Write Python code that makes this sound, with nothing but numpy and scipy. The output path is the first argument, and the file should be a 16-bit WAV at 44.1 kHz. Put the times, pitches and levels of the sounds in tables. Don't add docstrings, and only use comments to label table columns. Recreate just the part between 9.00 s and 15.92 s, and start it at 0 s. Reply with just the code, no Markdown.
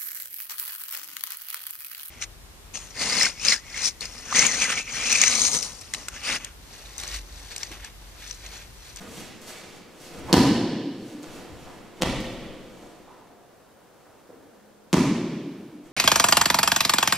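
import sys
import numpy as np
from scipy import signal
from scipy.fft import rfft, irfft, next_fast_len
from scipy.io import wavfile
from scipy.ndimage import uniform_filter1d

SR = 44100
rng = np.random.default_rng(int(sys.argv[2]) if len(sys.argv) > 2 else 0)


def volts(x):
    e = np.asarray(x, float) / 20
    return 10 ** e


def file_out(sig):
    cols = np.atleast_2d(sig).T
    lim = np.clip(cols, -1, 1)
    pcm = np.round(lim * 32767).astype(np.int16)
    wavfile.write(sys.argv[1], SR, pcm)


N = 305172
SIZE = next_fast_len(N + 2 ** 17)
HZ = np.maximum(np.fft.rfftfreq(SIZE, 1 / SR), 1)

# frequency [Hz], level [dB per Hz].
AIR_COLOUR = [(12, -46), (20, -20), (107, -6.5), (422, -2.5), (485, -1.5), (802, -6.5), (1570, -12.5),
              (2020, -18), (2460, -20), (16000, -30.5)]
# frequency [Hz], side minus mid [dB].
WIDTH_ALL_ROUND = [(60, -5), (110, -7.5), (200, -5.5), (380, -9), (700, -6), (1290, -12.5), (2380, -8),
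                   (4400, -6.5), (8120, 0), (12500, -0.5), (15000, -6)]
# fastest at [s], level [dB], brightness [dB],
# swell [s] and fade [s], both as times for 20 dB.
CLOTH_MOVES = [(.005, -53, -12, .05, 0.12), (.182, -45.5, 7, 0.23, 0.2), (.426, -53, -5, 0.045, 0.04),
               (0.476, -45, 7, 0.073, 0.25), (.772, -56.5, -2.5, 0.39, 0.089), (.93, -75, -4, 0.68, .3),
               (1.01, -54, 7.5, .02, 0.22), (1.064, -50, 12, 0.16, 0.077), (1.196, -54, -8.5, 0.33, 0.033),
               (1.309, -53.5, -15.5, 0.17, 0.016), (2.112, -56.5, -3.5, 0.34, .17),
               (2.224, -59.5, -11, .015, 0.41), (2.354, -54, -6, 0.25, 0.29),
               (2.618, -59.5, -10, 0.22, 0.68), (2.99, -64.5, -16, 0.088, .03), (3.3, -66, -16, 0.18, 0.93),
               (3.828, -63, -4, 0.83, 0.58), (4.17, -80, -8, 0.17, .15), (4.5, -85.5, -7.5, 0.79, 1.2),
               (5.05, -82.5, -7, .8, 1.2), (5.3, -80, -7, 0.77, .6), (5.92, -78.5, -6, 0.8, .05),
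               (6.72, -73, -5, .05, .15), (6.852, -64.5, -7, 0.053, 0.21)]
# frequency [Hz], level [dB per Hz].
CLOTH_COLOUR = [(120, -3.5), (200, 5.5), (509, 3.5), (735, -1.5), (821, -6), (2330, -8), (5630, -15),
                (14300, -29.5), (16000, -65)]
# start [s], level [dB], mat resonance [Hz], its width [Hz], push [ms].
MAT_THUDS = [(0.039, -40, 200, 239, 4.2), (0.168, -38, 266, 300, 5.1), (0.471, -50, 300, 400, 1.8),
             (.485, -43.5, 2270, 300, 24), (0.629, -40, 340, 507, 2.7), (0.999, -44, 300, 403, 2.36),
             (1.14, -38, 200, 403, 4.7), (1.21, -37, 121, 200, 4.9), (1.277, -32, 1000, 150, 18),
             (1.297, -27, 350, 493, 3.5), (1.331, -28, 900, 350, 3.3), (2.23, -41.5, 390, 706, 2.3),
             (2.478, -38.5, 128, 254, 5.9), (2.659, -42.5, 846, 900, 10.6), (3.006, -28, 390, 600, 4.8),
             (3.031, -40, 40, 40, 6.7), (3.419, -43.5, 60, 100, 5.1), (3.818, -41.5, 487, 595, 8.9),
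             (4.05, -44.5, 950, 300, 60), (4.298, -51.5, 500, 600, 10), (5.051, -53.5, 906, 1220, 9.2),
             (5.2905, -42.5, 310, 100, 2.3), (5.291, -44, 450, 200, 2)]
# start [s], level [dB], centre [Hz].
CLOTH_SNAPS = [(.417, -55, 8000), (0.5857, -60, 8900), (1.003, -54.5, 5010), (2.227, -64, 9000),
               (2.231, -46, 3270), (3.0143, -42, 3000), (3.0169, -34, 2500), (3.0147, -45, 3500),
               (3.0235, -38, 5040), (3.204, -51, 8000), (3.2555, -58, 5100)]
# delay [ms], bass [dB], treble [dB], left minus right [dB].
WALL_ECHOES = [(5.558, -0.5, -3.5, 15.5), (11.46, 4, -5, -18), (17.96, -7, -46, -16.5),
               (23.8, -23.5, -31, -12), (29.1, -23, -52.5, -1), (40., -10, -20, 2), (50.5, -1, -44, 3),
               (61.1, -16.5, -29, -21)]
# frequency [Hz], decay by 60 dB [s], build-up [ms], straight path against tail [dB].
HALL_BANDS = [(30.4, 1.9, 17, -9), (72.5, 0.31, 50, -26), (100, 1.06, 31, -7.5), (124.4, 1.95, 18, -18),
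              (200, 1.1, 61, -8), (300, 2.36, 3.9, -10), (450, 1.86, 4.3, -10.5), (1000, 1.145, 15, -10),
              (2500, 1.61, 2.2, -11.5), (4280, 1.46, 13, -6.5), (8000, 0.9, 30, -0.5),
              (15200, 0.54, 7.3, 1)]
# start [s], level [dB], spread of the contact [ms], lag of the foam [ms].
MAT_SLAPS = [
    (1.3278, -7.5, 1.5, 0.94),
    (3.0210, -18.5, 0.42, 1.25),
    (5.9295, -10.5, .5, 1.93),
]
# frequency [Hz], level [dB per Hz].
PALM_COLOUR = [(18, -74), (30, -26.5), (194, -4.5), (280, -2.5), (404, -13), (449, -13.5), (740, -23),
               (1160, -29), (1280, -29), (1720, -25), (2290, -30.5), (4420, -30.5), (13700, -49),
               (14800, -53), (16000, -81)]
FOOT_COLOUR = [(18, -25), (30, 1), (49, 3), (81, -8.5), (118, -2), (227, 1.5), (437, -8), (512, -4),
               (569, -8), (684, -9), (1430, -16.5), (3140, -15), (8520, -34), (13700, -45), (16000, -69)]
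PALM_AGAIN_COLOUR = [(18, -53), (30, -24), (103, -17), (157, -0.5), (266, -1), (415, -9.5), (461, -19),
                     (616, -17), (702, -24.5), (1040, -22.5), (2830, -29), (3220, -30), (6210, -33.5),
                     (14000, -52.5), (16000, -63)]
# extra level [dB], centre [Hz], width [Hz].
CRACK_BEAMS = [
    (3.5, 4300, 1600),
    (3, 3900, 23000),
    (0, 3000, 1500),
]
# frequency [Hz], width [Hz], boost [dB].
AIR_POCKETS = [
    [(950, 260, 9), (2300, 400, -0.5), (2950, 340, 5.5), (4340, 590, 5), (5250, 360, 5)],
    [(544, 55, 6.5), (1650, 300, -6), (1910, 180, 6), (3180, 340, 0.5)],
    [(1000, 380, 5.5), (1430, 490, -3), (2340, 480, 3.5)],
]
# frequency [Hz], side minus
# mid [dB].
WIDTH_OF_BLOWS = [(60, -47), (110, -77), (200, -52), (380, -36.5), (700, -20.5), (1290, -22), (2380, -10.5),
                  (4400, -6.5), (8120, 1.5), (12000, 1), (15000, -8.5)]
# start [s], end [s], frequency [Hz], level [dB].
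BEAM_HUMS = [(3.76, 4.05, 709, -53.5), (4.2, 4.5, 709, -57.5), (5.35, 5.98, 208, -58)]
# frequency [Hz], left minus right [dB].
CAPSULE_BALANCE = [(30, 19), (60, -4.5), (200, 0.5), (700, -0.7), (4000, -1), (12000, 0)]


def on_log(table, hz, column=1):
    rows = np.array(table, float)
    return np.interp(np.log(hz), np.log(rows[:, 0]), rows[:, column])


def unit(x):
    return x / np.sqrt(np.sum(x ** 2))


def add(track, s, sound):
    i = int(s * SR)
    track[i:i + len(sound)] += sound[:len(track) - i]


def noise(db):
    x = irfft(rfft(rng.standard_normal(SIZE)) * volts(db), SIZE)[:N]
    return x / np.std(x)


def causal_log(log_gain):
    cepstrum = irfft(log_gain)
    cepstrum[1:len(cepstrum) // 2] *= 2
    cepstrum[len(cepstrum) // 2 + 1:] = 0
    return rfft(cepstrum)


def causal(db_at, size=8192):
    hz = np.maximum(np.fft.rfftfreq(size, 1 / SR), 1)
    return unit(irfft(np.exp(causal_log(np.log(volts(db_at(hz)))))))


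def ragged(spread_ms, size=8192):
    t_ms = np.arange(size) / SR * 1000
    burst = rfft(rng.standard_normal(size) * t_ms * np.exp(-2 * t_ms / spread_ms))
    return irfft(burst / np.exp(causal_log(np.log(np.abs(burst)))))


def air():
    air_db, hiss_side_db = -55, -93
    slow = uniform_filter1d(rng.standard_normal(N), size=9000)
    wander = volts(unit(slow) * np.sqrt(N))
    colour = on_log(AIR_COLOUR, HZ)
    mid = volts(air_db) * wander * noise(colour)
    side = volts(air_db - 5) * noise(colour + on_log(WIDTH_ALL_ROUND, HZ))
    side += volts(hiss_side_db) * noise(-3 * np.log2(1 + 2000 / HZ))
    return np.array([mid + side, mid - side])


def swish():
    dull_slope_cut = 0.45
    t = np.arange(N) / SR
    crisp_power, dull_power = 0, 0
    for s, db, bright_db, swell_s, fade_s in CLOTH_MOVES:
        slower_db = -20 * np.where(t < s, (s - t) / swell_s, (t - s) / fade_s)
        crisp_power = crisp_power + volts(db + slower_db) ** 2
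        dull_db = db - bright_db + (1.5 - dull_slope_cut) * slower_db
        dull_power = dull_power + volts(dull_db) ** 2
    grains = volts(3 * uniform_filter1d(rng.standard_normal(N), size=40) * np.sqrt(40))
    low_share = 1 / (1 + (HZ / 3000) ** 2)
    colour = on_log(CLOTH_COLOUR, HZ)
    dull = noise(colour + 10 * np.log10(low_share))
    crisp = noise(colour + 10 * np.log10(1 - low_share))
    return grains * (volts(4) * np.sqrt(dull_power) * dull + volts(3) * np.sqrt(crisp_power) * crisp)


def thuds():
    out = np.zeros(N)
    snaps = [(s, db, hz, hz, 0.1) for s, db, hz in CLOTH_SNAPS]
    for s, db, hz, width_hz, push_ms in MAT_THUDS + snaps:
        def colour(f):
            resonance_db = -10 * np.log10(1 + ((f - hz ** 2 / f) / width_hz) ** 2)
            return resonance_db - 14 * np.log2(1 + f / hz / 3)
        add(out, s, volts(db + 28) * signal.fftconvolve(causal(colour), ragged(push_ms)))
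    return out


def hall_tail():
    lumpy_db, lumpy_s = 2, 0.21
    size = 2 ** 17
    t = np.arange(size) / SR
    hz = np.maximum(np.fft.rfftfreq(size, 1 / SR), 1)
    lumps = uniform_filter1d(rng.standard_normal(size), size=150) * np.sqrt(150)
    lumpy = volts(lumpy_db * lumps * np.exp(-t / lumpy_s))
    seeds = rfft(rng.standard_normal((2, size)) * lumpy)
    tail = np.zeros((2, size))
    for centre in 20 * 2 ** (np.arange(20) / 2):
        band = np.cos(np.pi / 2 * np.clip(2 * np.log2(hz / centre), -1, 1)) ** 2
        build_up = 1 - np.exp(-(t * 1000 / on_log(HALL_BANDS, centre, column=2)) ** 2)
        shape = build_up * volts(-60 * t / on_log(HALL_BANDS, centre))
        early = np.sqrt(np.sum(shape[:SR // 4] ** 2))
        tail += irfft(seeds * band) * shape / early
    return rfft(tail, SIZE)


def wall_echoes():
    scatter_db, scatter_ms, wall_top_hz = 1, 28, 7000
    bass_taps, treble_taps = np.zeros(SR), np.zeros((2, SR))
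    for ms, bass_db, treble_db, pan_db in WALL_ECHOES:
        bass_taps[int(ms * SR / 1000)] = volts(bass_db)
        scattered = ragged(0.72)
        add(treble_taps[0], ms / 1000, volts(treble_db + pan_db / 2) * scattered)
        add(treble_taps[1], ms / 1000, volts(treble_db - pan_db / 2) * scattered)
    fading = np.exp(-np.arange(SR) / SR * 1000 / scatter_ms)
    scatter = rng.standard_normal(SR) + 0.46 * rng.standard_normal((2, SR))
    treble_taps += volts(scatter_db) * unit(fading * scatter)
    treble = 1j * HZ / (1500 + 1j * HZ)
    bass_part = rfft(bass_taps, SIZE) * (1 - treble)
    return bass_part + rfft(treble_taps, SIZE) * treble / (1 + 1j * HZ / wall_top_hz)


def hall():
    straight_db = on_log(HALL_BANDS, HZ, column=3)
    straight = np.exp(causal_log(np.log(volts(straight_db))))
    return straight, wall_echoes(), hall_tail()


def slaps():
    plain, beamed = np.zeros(N), np.zeros(N)
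    colours = (PALM_COLOUR, FOOT_COLOUR, PALM_AGAIN_COLOUR)
    for slap, crack_beam, pockets, colour in zip(MAT_SLAPS, CRACK_BEAMS, AIR_POCKETS, colours):
        s, db, spread_ms, lag_ms = slap
        beam_db, beam_hz, width_hz = crack_beam

        def blow_db(hz):
            ringing = sum(g / (1 + (2 * (hz - f) / w) ** 2) for f, w, g in pockets)
            return on_log(colour, hz) + ringing
        blow = rfft(causal(blow_db))
        hz = np.linspace(0, SR / 2, len(blow))
        late_bass = np.exp(-2j * np.pi * lag_ms / 1000 * 900 * np.arctan(hz / 900))
        smear = np.angle(rfft(ragged(spread_ms)))
        skin = np.exp(1j * np.unwrap(smear - smear[0]) * hz ** 2 / (hz ** 2 + 700 ** 2))
        beam = volts(beam_db) * 1j * hz * width_hz / (beam_hz ** 2 - hz ** 2 + 1j * hz * width_hz)
        struck = blow * late_bass * skin
        add(plain, s, volts(db + 30) * irfft(struck))
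        add(beamed, s, volts(db + 30) * irfft(struck * beam))
    return np.array([plain, beamed])


def hums():
    t = np.arange(N) / SR
    slow = uniform_filter1d(rng.standard_normal(N), size=3000)
    waver = volts(0.6 * unit(slow) * np.sqrt(N))
    tones = np.zeros(N)
    for start, end, hz, db in BEAM_HUMS:
        progress = np.clip((t - start) / (end - start), 0, 1)
        swell = np.sqrt(np.sin(np.pi * progress).clip(0))
        tones += volts(db) * swell * np.sin(2 * np.pi * hz * t)
    return waver * tones


def scene():
    straight, echoes, (mid, side) = hall()
    hard, beamed = rfft(slaps(), SIZE)
    soft, cloth = rfft(thuds(), SIZE), rfft(swish(), SIZE)
    diffuse = soft + volts(-2) * cloth / (1 + 1j * HZ / 6000)
    hard_side = hard * volts(on_log(WIDTH_OF_BLOWS, HZ))
    side = side * (hard_side + diffuse * volts(on_log(WIDTH_ALL_ROUND, HZ)))
    near = straight * ((hard + soft + cloth) * (1 + echoes) + beamed)
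    heard = near + (hard + diffuse) * mid + np.array([side, -side])
    balance = volts(np.outer([0.5, -0.5], on_log(CAPSULE_BALANCE, HZ)))
    return irfft(heard * balance, SIZE)[:, :N] + hums() + air()


def roll_off(x):
    return signal.sosfilt(signal.butter(12, 16820, fs=SR, output="sos"), x)


def record(dry):
    rounded = np.tanh(0.85 * dry) / 0.85
    low_pass = signal.ellip(10, 0.2, 70, 15600, fs=SR, output="sos")
    mix = signal.sosfilt(low_pass, rounded)
    return roll_off(mix)


dry = scene()
out = record(dry)
file_out(out)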